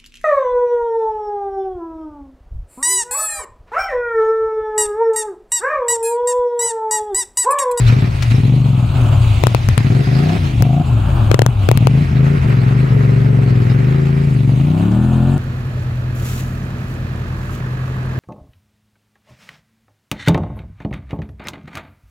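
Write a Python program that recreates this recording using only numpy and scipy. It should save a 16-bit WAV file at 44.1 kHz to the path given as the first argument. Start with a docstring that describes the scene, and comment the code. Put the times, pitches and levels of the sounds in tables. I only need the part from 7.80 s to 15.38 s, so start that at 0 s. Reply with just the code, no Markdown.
"""A quad bike in a muddy pond: a tyre slap, then throttle blips with coasting between, a twig cracking early.
From 1.6 to 4.1 s the hardest firings overflow the left channel, which wraps and cracks; a honk swells near 3 s.
From 5.1 s one long pull dips and climbs to its top speed, with a fainter twig near 7.1 s.
Throughout, uneven twin-cylinder puffs ring a boomy pipe, shaped noise makes mud and water, and bushes echo.
"""
import sys
import numpy as np
from scipy import signal
from scipy.fft import rfft, irfft
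from scipy.io import wavfile
from scipy.ndimage import uniform_filter1d, minimum_filter1d

SR = 44100
rng = np.random.default_rng(int(sys.argv[2]) if len(sys.argv) > 2 else 0)


def transcribe(u):
    """Save the signal u as a 16-bit wav file named by the first command-line argument.

    u: samples, shape (n,) or (channels, n), limited to [-1, 1]; the rate is SR.
    q: integer samples, one column per channel.
    """
    v = np.clip(np.atleast_2d(u).T, -1, 1)
    q = np.round(v * 32767).astype(np.int16)
    wavfile.write(sys.argv[1], SR, q)


N = 334278
TIME = np.arange(N) / SR

# wheels in the pond, relative levels: start_s, churn_db, splash_db, fizz_db, spray_db
WHEEL_LEVELS = [(0.0, -40, -35.5, -36.5, -49), (0.25, -37.5, -40, -42, -52.5),
                (0.53, -40.5, -39, -39.5, -48), (0.74, -44, -42, -45.5, -51), (1.01, -41, -41, -50, -52.5),
                (1.11, -41.5, -40.5, -48.5, -50), (1.19, -34.5, -36, -47.5, -48),
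                (1.33, -37.5, -38, -48, -48), (1.54, -40, -36, -42, -46.5), (1.75, -39, -39, -40.5, -50.5),
                (2.13, -41, -39.5, -40.5, -49.5), (2.51, -36, -36.5, -37.5, -47.5),
                (2.66, -41, -39, -41, -50.5), (2.97, -43.5, -43, -51, -52.5), (3.27, -37, -39, -54, -52.5),
                (3.48, -35, -36.5, -49.5, -48.5), (3.63, -44, -46.5, -64, -58),
                (3.84, -41, -39.5, -47, -51.5), (4.01, -42, -42, -48.5, -55.5),
                (4.73, -37, -38.5, -44.5, -53), (5.49, -40.5, -42, -49.5, -55.5),
                (5.83, -41, -41, -48, -55), (6.14, -39, -40, -47.5, -55),
                (6.61, -43.5, -44.5, -48.5, -52.5), (6.9, -41, -46, -51.5, -54),
                (7.13, -39, -43.5, -53.5, -53), (7.58, -42.5, -43, -54.5, -52)]
# tyres slapping into the water: centre_s, half_length_s, swell_db
TYRE_SLAPS = [(0.087, 0.022, 6.5), (0.512, 0.012, 8)]
# relative noise spectra: frequency_hz, density_db
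CHURN_SPECTRUM = [(120, -11), (220, 9.5), (295, -8), (360, -2.5), (450, -24), (570, -4), (750, -5.5),
                  (1300, -5.5), (1900, -9.5), (3000, -36)]
SPLASH_SPECTRUM = [(800, -15), (1350, 3), (1800, 3.5), (2600, 1), (3200, -6), (4200, -19), (7500, -31)]
FIZZ_SPECTRUM = [(2400, -24), (3300, -3.5), (3900, 2), (5000, -2.5), (6200, -10.5), (8500, -24)]
SPRAY_SPECTRUM = [(4200, -33), (6200, 6), (8000, 6.5), (11000, 1.5), (13500, -2.5), (16000, -1)]
# lead of the left port for sound from the side: frequency_hz, phase_rad
LEFT_LEAD = [(150, 1.5), (450, -2.34), (1300, 4.5), (2700, -1), (6000, 1)]
# left-right likeness of the noise: frequency_hz, correlation_0_to_1
STEREO_LIKENESS = [(200, 0.89), (1000, 0.32), (2500, 0.66), (4500, 0.42), (8000, 0.74), (14000, 1)]
# share of the sound that the water throws back, before view and treble losses
WATER_BOUNCE = 0.93

# twigs breaking under the tyres: start_s, relative_peak_db, ring_hz
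TWIG_BREAKS = [(0.4234, -9.5, 2010), (7.1157, -26, 1487)]
# filter of the twig cracks: frequency_hz, gain_db
TWIG_FILTER = [(200, -6), (900, 4.5), (2200, 2), (5000, 0), (12000, -15)]

# bike in plain view: clearest_s, half_length_s, clearness_0_to_1
CLEAR_VIEWS = [(0.203, 0.28, 0.11), (1.204, 0.52, 0.8), (3.39, 0.6, 1), (7.446, 0.61, 0.95)]
CLEAR_AT = 0.4  # view at which the path counts as clear
# filter of the bush echo: frequency_hz, gain_db
BUSH_FILTER = [(100, -55), (200, -13.5), (300, 3), (390, 21), (600, 0), (1200, 8), (3000, -6)]

# throttle blips: start_s, end_s, reached_cycles_per_s, throttle_0_to_1, strength_db, throttle_left_on_0_to_1
THROTTLE_BLIPS = [(0.1, 0.266, 19.9, 1, -1.5, 0.19), (0.52, 0.77, 26.5, 1, -1.5, 0.43),
                  (0.807, 1.049, 19.65, 0.38, -2, 0.1), (1.616, 1.92, 13, 0.17, -0.5, 0.39),
                  (1.965, 2.215, 26.5, 0.93, -2, 0.22), (2.279, 2.559, 34.2, 0.66, -3.5, 0.1),
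                  (2.813, 3.012, 30.1, 0.8, -3, 0), (3.515, 3.693, 17.5, 0.5, -3, 0.21),
                  (3.876, 4.232, 30.6, 0.53, -0.5, 0.16), (4.334, 4.571, 29.4, 0.51, -2, 0.14),
                  (4.656, 4.803, 21.6, 0.5, -2, 0.5), (4.826, 5.049, 27.2, 0.5, -2, 0.4)]
# long pull through the pond: time_s, speed_cycles_per_s, throttle_0_to_1, strength_db
LONG_PULL = [(5.105, 23.1, 0.55, 0.5), (5.51, 24, 0.68, -1), (5.7, 21.5, 0.76, -1.5), (5.85, 20.1, 0.7, -1),
             (6.133, 27.2, 0.7, -3), (6.29, 27.3, 0.68, -3), (6.46, 28.2, 0.47, -2.5),
             (6.57, 24, 0.83, -3.5), (6.69, 22.4, 1, -1), (6.858, 29.2, 1, -3), (7.272, 42.2, 0.42, -0.5),
             (7.42, 42.7, 0.39, 0.5), (7.566, 47, 0.58, -2.5)]
# coast: first speed, speed at which drag would vanish, time constant
FIRST_CYCLES_PER_S, REST_CYCLES_PER_S, COAST_S = 16, 3.5, 0.46
# firings harden just before the speed climbs and stay hard just past its top
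OPEN_LEAD_S, SHUT_LAG_S, THROTTLE_TRAVEL_S = 0.017, 0.012, 0.01
# coasting strength; deepest starvation when the throttle snaps shut, and its recovery
COAST_DB, STARVE_DB, STARVE_S = -4, -16, 0.03
# first gulp of a blip: extra throttle (0-1), extra strength, fading time
GULP_THROTTLE, GULP_DB, GULP_S = 0.1, 1, 0.23

# place of each cylinder's firing in the four-stroke cycle: offset_turns
FIRING_TURNS = [0.755, 0.119]
# first cylinder's firings that open and close the early blips: crest_s
BLIP_BITES = [0.1005, 0.2765, 0.519, 0.724, 1.028, 2.274, 3.0]
# hardest firings: crest_s, cylinder_0_or_1, past_full_scale_ms (before the ripple)
HARD_FIRINGS = [(1.638, 0, .72), (1.6698, 1, .46), (1.7483, 1, .63), (1.8881, 0, .16), (1.9789, 0, .26),
                (2.8237, 1, .13), (3.5155, 0, 1.07), (3.5442, 1, 1.27), (3.5928, 0, .85), (3.6196, 1, .86),
                (3.6639, 0, .39), (3.8894, 0, 1.03), (3.9149, 1, .69), (3.9747, 1, .29), (4.0717, 1, .59)]
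HARD_DB, HARD_LEAST_THROTTLE = 1, 0.42
# crest delay after firing; overflowing crest's note and ripple (share of full scale)
CREST_LAG_S, CREST_HZ, CREST_RIPPLE = 0.0021, 125, 0.005
# scatter of firing strength by speed: speed_cycles_per_s, scatter_db
FIRING_SCATTER = [(12, 1.5), (23, 0.86)]

# edge resonances from the side and the front: frequency_hz, width_hz, level_db
SIDE_RASP = [(392.3, 38, 5.5), (468, 37, -2.5), (700, 48, -9), (1350, 150, -16)]
FRONT_RASP = [(337, 65, 0.5), (622, 52, -3), (728, 44, -1.5), (1080, 160, -11), (1446, 64, -6),
              (1755, 77, -6)]
# intake rasp by speed: speed_cycles_per_s, share_0_to_1
INTAKE_SHARE = [(28, 0.3), (40, 1)]
# airbox honk as the bike turns: loudest_s, half_length_s, frequency_hz, width_hz, level_db
AIRBOX_HONK = (3, 0.8, 712, 53, -14)

# shut-throttle growl: order_per_cycle, level_db
GROWL_ORDERS = [(2, -3), (3, 2.5), (4, -14.5), (5, -1), (6, -11), (7, -12), (8, -0.5), (9, -8), (10, -10),
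                (11, -1), (13, -8.5), (16, -6.5)]
# pipe response to the growl, before warming: frequency_hz, gain_db
GROWL_FILTER = [(27, -30), (37, -18.5), (47, -13), (70, -12.5), (86, -7.5), (99, -3), (113, 0), (126, -3),
                (141, -10.5), (170, -21.5), (225, -20), (300, -28)]
# exhaust pipe resonances, before heat and throttle: frequency_hz, width_hz, level_db
PIPE_MODES = [(129.4, 25.3, 8.5), (242, 55, -3)]
# silencer passes the boom and cancels a narrow band above it: frequency_hz, gain_db
SILENCER_FILTER = [(15, -19), (35, -7.5), (52, 2), (74, -9), (100, -1.5), (125, -2.5), (150, -2), (190, -3),
                   (255, -2), (305, -3.5), (350, -2), (400, -4), (460, -13.5), (700, -5)]

EDGE_HZ = 16000


def from_db(db):
    """Decibels to amplitude gain."""
    return 10 ** (np.asarray(db) / 20)


def unit(x):
    """Scales to an rms of 1."""
    return x / np.sqrt(np.mean(x ** 2) + 1e-20)


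def curve(table, t, axis=1):
    """Interpolates one table column along its first column."""
    rows = np.array(table)
    return np.interp(t, rows[:, 0], rows[:, axis])


def shape(points, hz):
    """Reads a spectrum on a log-frequency axis."""
    point_hz, value = np.transpose(points)
    return np.interp(np.log(hz + 1), np.log(point_hz), value)


def colour(x, points):
    """Zero-phase filter with a gain curve in dB."""
    hz = np.fft.rfftfreq(2 * N, 1 / SR)
    return irfft(rfft(x, 2 * N) * from_db(shape(points, hz)))[..., :N]


def add(mix, start_s, sound):
    """Adds a sound to the mix in place."""
    part = mix[max(round(start_s * SR), 0):][:len(sound)]
    part += sound[:len(part)]


def hump(t, centre_s, half_s):
    """Gaussian bell of height 1."""
    return np.exp(-((t - centre_s) / half_s) ** 2)


def wander(rate_hz):
    """Smooth random drift of rms 1."""
    knots = rng.standard_normal(1000)
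    drift = np.interp(TIME * rate_hz, np.arange(len(knots)), knots)
    return unit(uniform_filter1d(drift, SR // 100))


def ring(modes, stretch=1, damping=1):
    """Sum of resonances, each dying at a rate set by its width."""
    age = TIME[:SR // 7]
    return sum(from_db(db) * np.exp(-np.pi * width_hz * damping * age)
               * np.cos(2 * np.pi * hz * stretch * age) for hz, width_hz, db in modes)


def soft_ring(modes, swell_s=0.0014):
    """Ring that builds up first, so it hums rather than clicks."""
    sound = ring(modes)
    return sound * (1 - np.exp(-TIME[:len(sound)] / swell_s))


def in_view(t):
    """1 in plain view, 0 off to the side or behind bushes."""
    return np.clip(sum(clear * hump(t, s, half_s) for s, half_s, clear in CLEAR_VIEWS), 0, 1)


def hidden(t):
    """1 while leaves block the path, 0 once it is clear."""
    return 1 - np.minimum(in_view(t) / CLEAR_AT, 1)


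def engine_speed(t):
    """Four-stroke cycles/s: linear climb per blip, exponential coast after it, then the long pull."""
    grid = TIME[::40]
    speed = REST_CYCLES_PER_S + (FIRST_CYCLES_PER_S - REST_CYCLES_PER_S) * np.exp(-grid / COAST_S)
    for start, end, top, *_ in THROTTLE_BLIPS:
        climb = np.interp(grid, [start, end], [np.interp(start, grid, speed), top])
        decay = np.exp(-np.maximum(grid - end, 0) / COAST_S)
        coast = REST_CYCLES_PER_S + (top - REST_CYCLES_PER_S) * decay
        speed = np.select([grid < start, grid < end], [speed, climb], coast)
    return np.interp(t, grid, np.where(grid < LONG_PULL[0][0], speed, curve(LONG_PULL, grid)))


def effort(t):
    """Throttle (0-1) and firing strength (dB): held in a blip, starved on shutting, then recovering."""
    step_s = 0.001
    grid = np.arange(0, N / SR, step_s)
    throttle, db = np.zeros(len(grid)), np.full(len(grid), float(COAST_DB))
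    for start, end, _, opening, strength, left_on in THROTTLE_BLIPS:
        since = np.maximum(grid - end - SHUT_LAG_S, 0)
        stage = [grid < start - OPEN_LEAD_S, since == 0]
        gulp = hump(grid, start, GULP_S)
        starved = STARVE_DB * max(1 - left_on / opening, 0) * hump(since, 0, STARVE_S)
        throttle = np.select(stage, [throttle, opening + GULP_THROTTLE * gulp], left_on)
        db = np.select(stage, [db, strength + GULP_DB * gulp], COAST_DB + starved)
    pull = [curve(LONG_PULL, grid, axis=2), curve(LONG_PULL, grid, axis=3)]
    both = np.where(grid >= LONG_PULL[0][0], pull, [throttle, db])
    throttle, db = uniform_filter1d(both, round(THROTTLE_TRAVEL_S / step_s))
    return np.clip(np.interp(t, grid, throttle), 0, 1), np.interp(t, grid, db)


def overrun(throttle, opens_at=0.28):
    """1 with the throttle shut, falling to 0 as it opens and the engine pulls."""
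    return np.clip(2.14 * (1 - throttle / opens_at), 0, 1)


def crank():
    """Cycles turned; the crank runs slightly ahead or behind to meet each bite and hard firing."""
    turns = np.cumsum(engine_speed(TIME)) / SR
    marks = sorted([(s, cylinder) for s, cylinder, _ in HARD_FIRINGS] + [(s, 0) for s in BLIP_BITES])
    when_s = [s - CREST_LAG_S for s, _ in marks]
    due = np.array([FIRING_TURNS[cylinder] for _, cylinder in marks])
    ahead = np.unwrap(2 * np.pi * (due - np.interp(when_s, TIME, turns))) / (2 * np.pi)
    return turns + np.interp(TIME, when_s, ahead)


def firings():
    """Crest times, cylinders and hard flags of the firings, alternately closely and widely spaced."""
    turns = crank()
    cycles = np.arange(np.floor(turns[0]), turns[-1])
    at = np.concatenate([cycles + offset for offset in FIRING_TURNS])
    heard = (at > turns[0]) & (at < turns[-1])
    crest_s = np.interp(at[heard], turns, TIME) + CREST_LAG_S
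    hard_index = [np.argmin(abs(crest_s - row[0])) for row in HARD_FIRINGS]
    hard = np.isin(np.arange(len(crest_s)), hard_index)
    return crest_s, np.repeat([0, 1], len(cycles))[heard], hard


def bushes(x, open_db=-18, hidden_db=-8, t60_s=0.6):
    """Leaves and the far bank scatter the exhaust as sparse decaying echoes, more when it is hidden."""
    age = TIME[:SR // 2]
    sparse = rng.random((2, len(age))) < .05
    taps = rng.standard_normal((2, len(age))) * sparse * (age > .006) * from_db(-60 * age / t60_s)
    taps /= np.linalg.norm(taps, axis=1, keepdims=True)
    sent = x * from_db(open_db + (hidden_db - open_db) * hidden(TIME))
    return colour(signal.oaconvolve(sent[None], taps, axes=1)[:, :N], BUSH_FILTER)


def wash(spectrum, patchy_db, left_db, near_notch_hz=1980, far_notch_hz=1250):
    """Patchy stereo noise; the bounce off the water cuts notches that climb as the bike comes into view."""
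    hz, t = np.fft.rfftfreq(512, 1 / SR), np.arange(N // 128 + 5) * 128 / SR
    a, b, c, d, patches = rng.standard_normal((5, len(t), len(hz)))
    facing = in_view(t)[:, None]
    same = np.clip(shape(STEREO_LIKENESS, hz), 0, 1)
    left = a + 1j * b
    right = same * left + np.sqrt(1 - same ** 2) * (c + 1j * d)
    right = right * np.exp(-1j * shape(LEFT_LEAD, hz) * (1 - facing))
    notch_hz = far_notch_hz + (near_notch_hz - far_notch_hz) * np.sqrt(facing)
    bounce = WATER_BOUNCE * (1 - hidden(t)[:, None]) * np.exp(-(hz / 5200) ** 2 - 1j * np.pi * hz / notch_hz)
    patches = unit(uniform_filter1d(uniform_filter1d(patches, 10, axis=0), 7, axis=1))
    gain = from_db(shape(spectrum, hz) + patchy_db * patches)
    z = np.array([left * from_db(left_db), right]) * abs(1 + bounce) * gain
    return unit(signal.istft(z.transpose(0, 2, 1), nperseg=512, noverlap=384)[1][:, :N])


def wheels(churn_db=9.5, splash_db=4.5, fizz_db=2.5, spray_db=4, view_churn_db=1.0, slosh_db=1.0,
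           chuff=0.46, chuff_turns=0.1, drops_per_s=500, drop_db=3, drop_size=0.065):
    """Mud and water are noise bands, pulsed by a chuff of gas per firing and spattered by random drops."""
    turns = crank()
    gas = sum(np.exp(-((turns - offset) % 1) / chuff_turns) for offset in FIRING_TURNS)
    pulsing = unit(1 + 2 * chuff * gas * effort(TIME)[0])
    sizes = from_db(drop_db * np.minimum(rng.exponential(1, N), 4))
    drops = (rng.random(N) < drops_per_s / SR) * sizes
    spatter = unit(1 + drop_size * signal.oaconvolve(drops, np.exp(-TIME[:400] / 0.0055))[:N])

    def level(column, offset_db):
        """Gain of one water layer over time."""
        return from_db(curve(WHEEL_LEVELS, TIME, axis=column) + offset_db)

    churn = level(1, churn_db + view_churn_db * in_view(TIME)) * pulsing
    churn = churn * wash(CHURN_SPECTRUM, patchy_db=1.0, left_db=2.5)
    splash = level(2, splash_db) * pulsing * spatter
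    splash = splash * wash(SPLASH_SPECTRUM, patchy_db=0.8, left_db=-4.5)
    fizz = level(3, fizz_db) * np.sqrt(pulsing) * spatter
    fizz = fizz * wash(FIZZ_SPECTRUM, patchy_db=3.0, left_db=-0.5)
    spray = level(4, spray_db) * spatter * wash(SPRAY_SPECTRUM, patchy_db=3.5, left_db=-2.5)
    slap_db = sum(db * hump(TIME, s, half_s) for s, half_s, db in TYRE_SLAPS)
    return (churn + splash + fizz + spray) * from_db(slosh_db * wander(30) + slap_db)


def twigs(t60_s=0.16, ring_share=0.15, level_db=4, right_db=-9):
    """Breaking wood: a fast-dying noise crack and a slower woody ring, louder on the left."""
    out, age = np.zeros(N), TIME[:3000]
    for start_s, db, hz in TWIG_BREAKS:
        crack = rng.standard_normal(len(age)) * from_db(-120 * age / t60_s)
        crack += ring_share * np.sin(2 * np.pi * hz * age) * from_db(-60 * age / t60_s)
        add(out, start_s, from_db(db + level_db) * crack / abs(crack).max())
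    return colour(out, TWIG_FILTER) * from_db([[0], [right_db]])


def rasp(side_db=-16.0, front_db=-23.0, right_db=-5, port_lag_s=0.00055, scatter_db=-0.8):
    """Each firing's sharp edge rings the silencer, intake and airbox, harder with speed and throttle."""
    crest_s = firings()[0]
    edges = np.zeros(N)
    size = effort(crest_s)[0] * from_db(scatter_db * rng.standard_normal(len(crest_s)))
    size = size * np.interp(engine_speed(crest_s), [12, 25, 42], [.3, 1, 2.1])
    edges[np.minimum((crest_s * SR).astype(int), N - 1)] = size
    aside = hidden(TIME)
    side = from_db(side_db) * signal.oaconvolve(edges * aside ** 2, soft_ring(SIDE_RASP))[:N]
    front_edges = edges * (1 - aside) ** 2 * curve(INTAKE_SHARE, engine_speed(TIME))
    front = from_db(front_db) * signal.oaconvolve(front_edges, soft_ring(FRONT_RASP))[:N]
    honk_edges = edges * hump(TIME, *AIRBOX_HONK[:2])
    honk = signal.oaconvolve(honk_edges, soft_ring([AIRBOX_HONK[2:]]))[:N]
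    late = from_db(right_db) * np.interp(TIME - port_lag_s, TIME, side)
    rasp_filter = [(100, -22), (280, 0.0), (1600, -3.5), (3500, -17.0), (9000, -55)]  # hz, db
    return colour(np.array([side, late]) + front + honk, rasp_filter)


def pumping(overrun_db=-6, driven_db=-38, waver=0.25, linger_s=0.027, starved_share=0.28,
            warm_stretch=0.13, throb_db=-22):
    """Shut-throttle pistons pump air: orders sink through the pipe's note; at speed it throbs per crank turn."""
    speed = engine_speed(TIME)
    throttle, strength = effort(TIME)
    starved_db = starved_share * np.minimum(strength - COAST_DB, 0)
    shut = uniform_filter1d(overrun(throttle) * from_db(starved_db), size=900)
    # the growl lingers briefly as the throttle opens
    shut = np.maximum(shut, np.interp(TIME - linger_s, TIME, shut))
    warmth = 1 + warm_stretch * np.interp(speed, [17, 29], [0, 1])
    phase = 2 * np.pi * crank()
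    growl = np.zeros(N)
    for order, db in GROWL_ORDERS:
        level = from_db(db + shape(GROWL_FILTER, order * speed / warmth)) * (1 + waver * wander(14))
        # a different fixed phase per order spreads the peaks, so the growl flows rather than knocks
        growl += level * np.cos(order * phase + order ** 2 + np.pi)
    throb = from_db(throb_db) * np.interp(speed, [26, 42], [.1, 1]) * np.cos(2 * phase + np.pi / 2)
    return (from_db(overrun_db) * shut + from_db(driven_db)) * growl + throb


def exhaust(soft_ms=2.23, sharp_ms=1.218, puff_share=0.76, ring_db=-4, direct_db=-8, ring_lead_s=0.00015,
            fast_second=0.48, fast_stretch=0.23, fast_damping=0.84, fast_sharpen=0.12, fast_direct=0.4,
            fast_flow=0.38, shut_sag=0.014, shut_db=-15, ceiling=0.77):
    """Each firing is a puff, sharper with open throttle, heard directly and through the ringing pipe."""
    crest_s, cylinders, hard = firings()
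    speeds = engine_speed(crest_s)
    opening, strength = effort(crest_s)
    opening = np.maximum(opening, hard * HARD_LEAST_THROTTLE)
    strength = np.where(hard, HARD_DB, strength)
    scatter = curve(FIRING_SCATTER, speeds) * ~hard
    jitter = scatter[:, None] * rng.standard_normal((len(crest_s), 2))
    t = np.arange(-400, 401) / SR
    boom = np.zeros(N)
    for when, second, speed, throttle, db, (size_jitter, width_jitter) in zip(
            crest_s, cylinders, speeds, opening, strength, jitter):
        # hot gas raises and damps the pipe's note; a shut throttle lets it sag
        heat = np.interp(speed, [12, 25, 42], [-.3, 0, 1])
        softness = (1 - throttle) ** 2
        size = from_db(db + size_jitter + shut_db * overrun(throttle))
        if second:
            # near full speed the first cylinder's wave swallows the second's puff
            size *= np.interp(speed, [39, 47], [1, fast_second])
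        width_ms = (sharp_ms + (soft_ms - sharp_ms) * softness) * (1 - fast_sharpen * heat)
        width_s = width_ms * np.exp(0.024 * width_jitter) / 1000
        puff = np.exp(-.5 * (t / (puff_share * width_s)) ** 2)
        stretch = 1 + fast_stretch * heat - shut_sag * softness
        pipe = signal.fftconvolve(puff / puff.sum(), ring(PIPE_MODES, stretch, 1 + fast_damping * heat))
        wave = (1 - (t / width_s) ** 2) * np.exp(-.5 * (t / width_s) ** 2)
        # at speed the gas itself thumps
        flow = fast_flow * max(heat, 0) * np.exp(-.5 * (t / (2 * width_s)) ** 2)
        direct = (1 + fast_direct * heat) * wave + flow
        add(boom, when + t[0] - ring_lead_s, size * from_db(ring_db) * pipe)
        add(boom, when + t[0], size * from_db(direct_db) * direct)
    boom = colour(boom, SILENCER_FILTER)
    return boom / (1 + (boom / ceiling) ** 8) ** (1 / 8)  # soft limit


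def hard_firings(mix):
    """The hardest firings crest just past full scale on the left; ripple makes the crossings crackle."""
    # ease all other crests down to just under full scale
    crest_gain = np.minimum(1, .97 / (abs(mix).max(0) + 1e-9))
    mix = mix * uniform_filter1d(minimum_filter1d(crest_gain, 201), 101)
    offsets, blend = np.arange(-110, 111), signal.windows.tukey(221, .65)
    for crest_s, _, over_ms in HARD_FIRINGS:
        crest = np.cos(2 * np.pi * CREST_HZ * offsets / SR) / np.cos(np.pi * CREST_HZ * over_ms / 1000)
        at = round(crest_s * SR) + offsets
        ripple = CREST_RIPPLE * (rng.standard_normal(len(at)) - .8)
        mix[0, at] += blend * (crest + ripple - mix[0, at])
    return mix


def scene(right_db=-2.5):
    """The bike, a little to the left, with its echo, mud and twigs."""
    boom = exhaust() + pumping()
    engine = boom * from_db([[0], [right_db]])
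    return hard_firings(bushes(boom) + wheels() + twigs() + rasp() + engine)


def record(dry):
    """Left crests past full scale wrap to the opposite sign, right ones clip; then soft treble and band limit."""
    wrapped = np.array([(dry[0] + 1) % 2 - 1, np.clip(dry[1], -1, 1)])
    soft = colour(wrapped, [(1500, 0), (5000, -1.5), (9000, -3.5), (14000, -7)])  # hz, db
    lowpass = signal.firwin(255, EDGE_HZ, window=("kaiser", 8), fs=SR)
    return signal.oaconvolve(soft, lowpass[None], "same")


dry = scene()
out = record(dry)
transcribe(out)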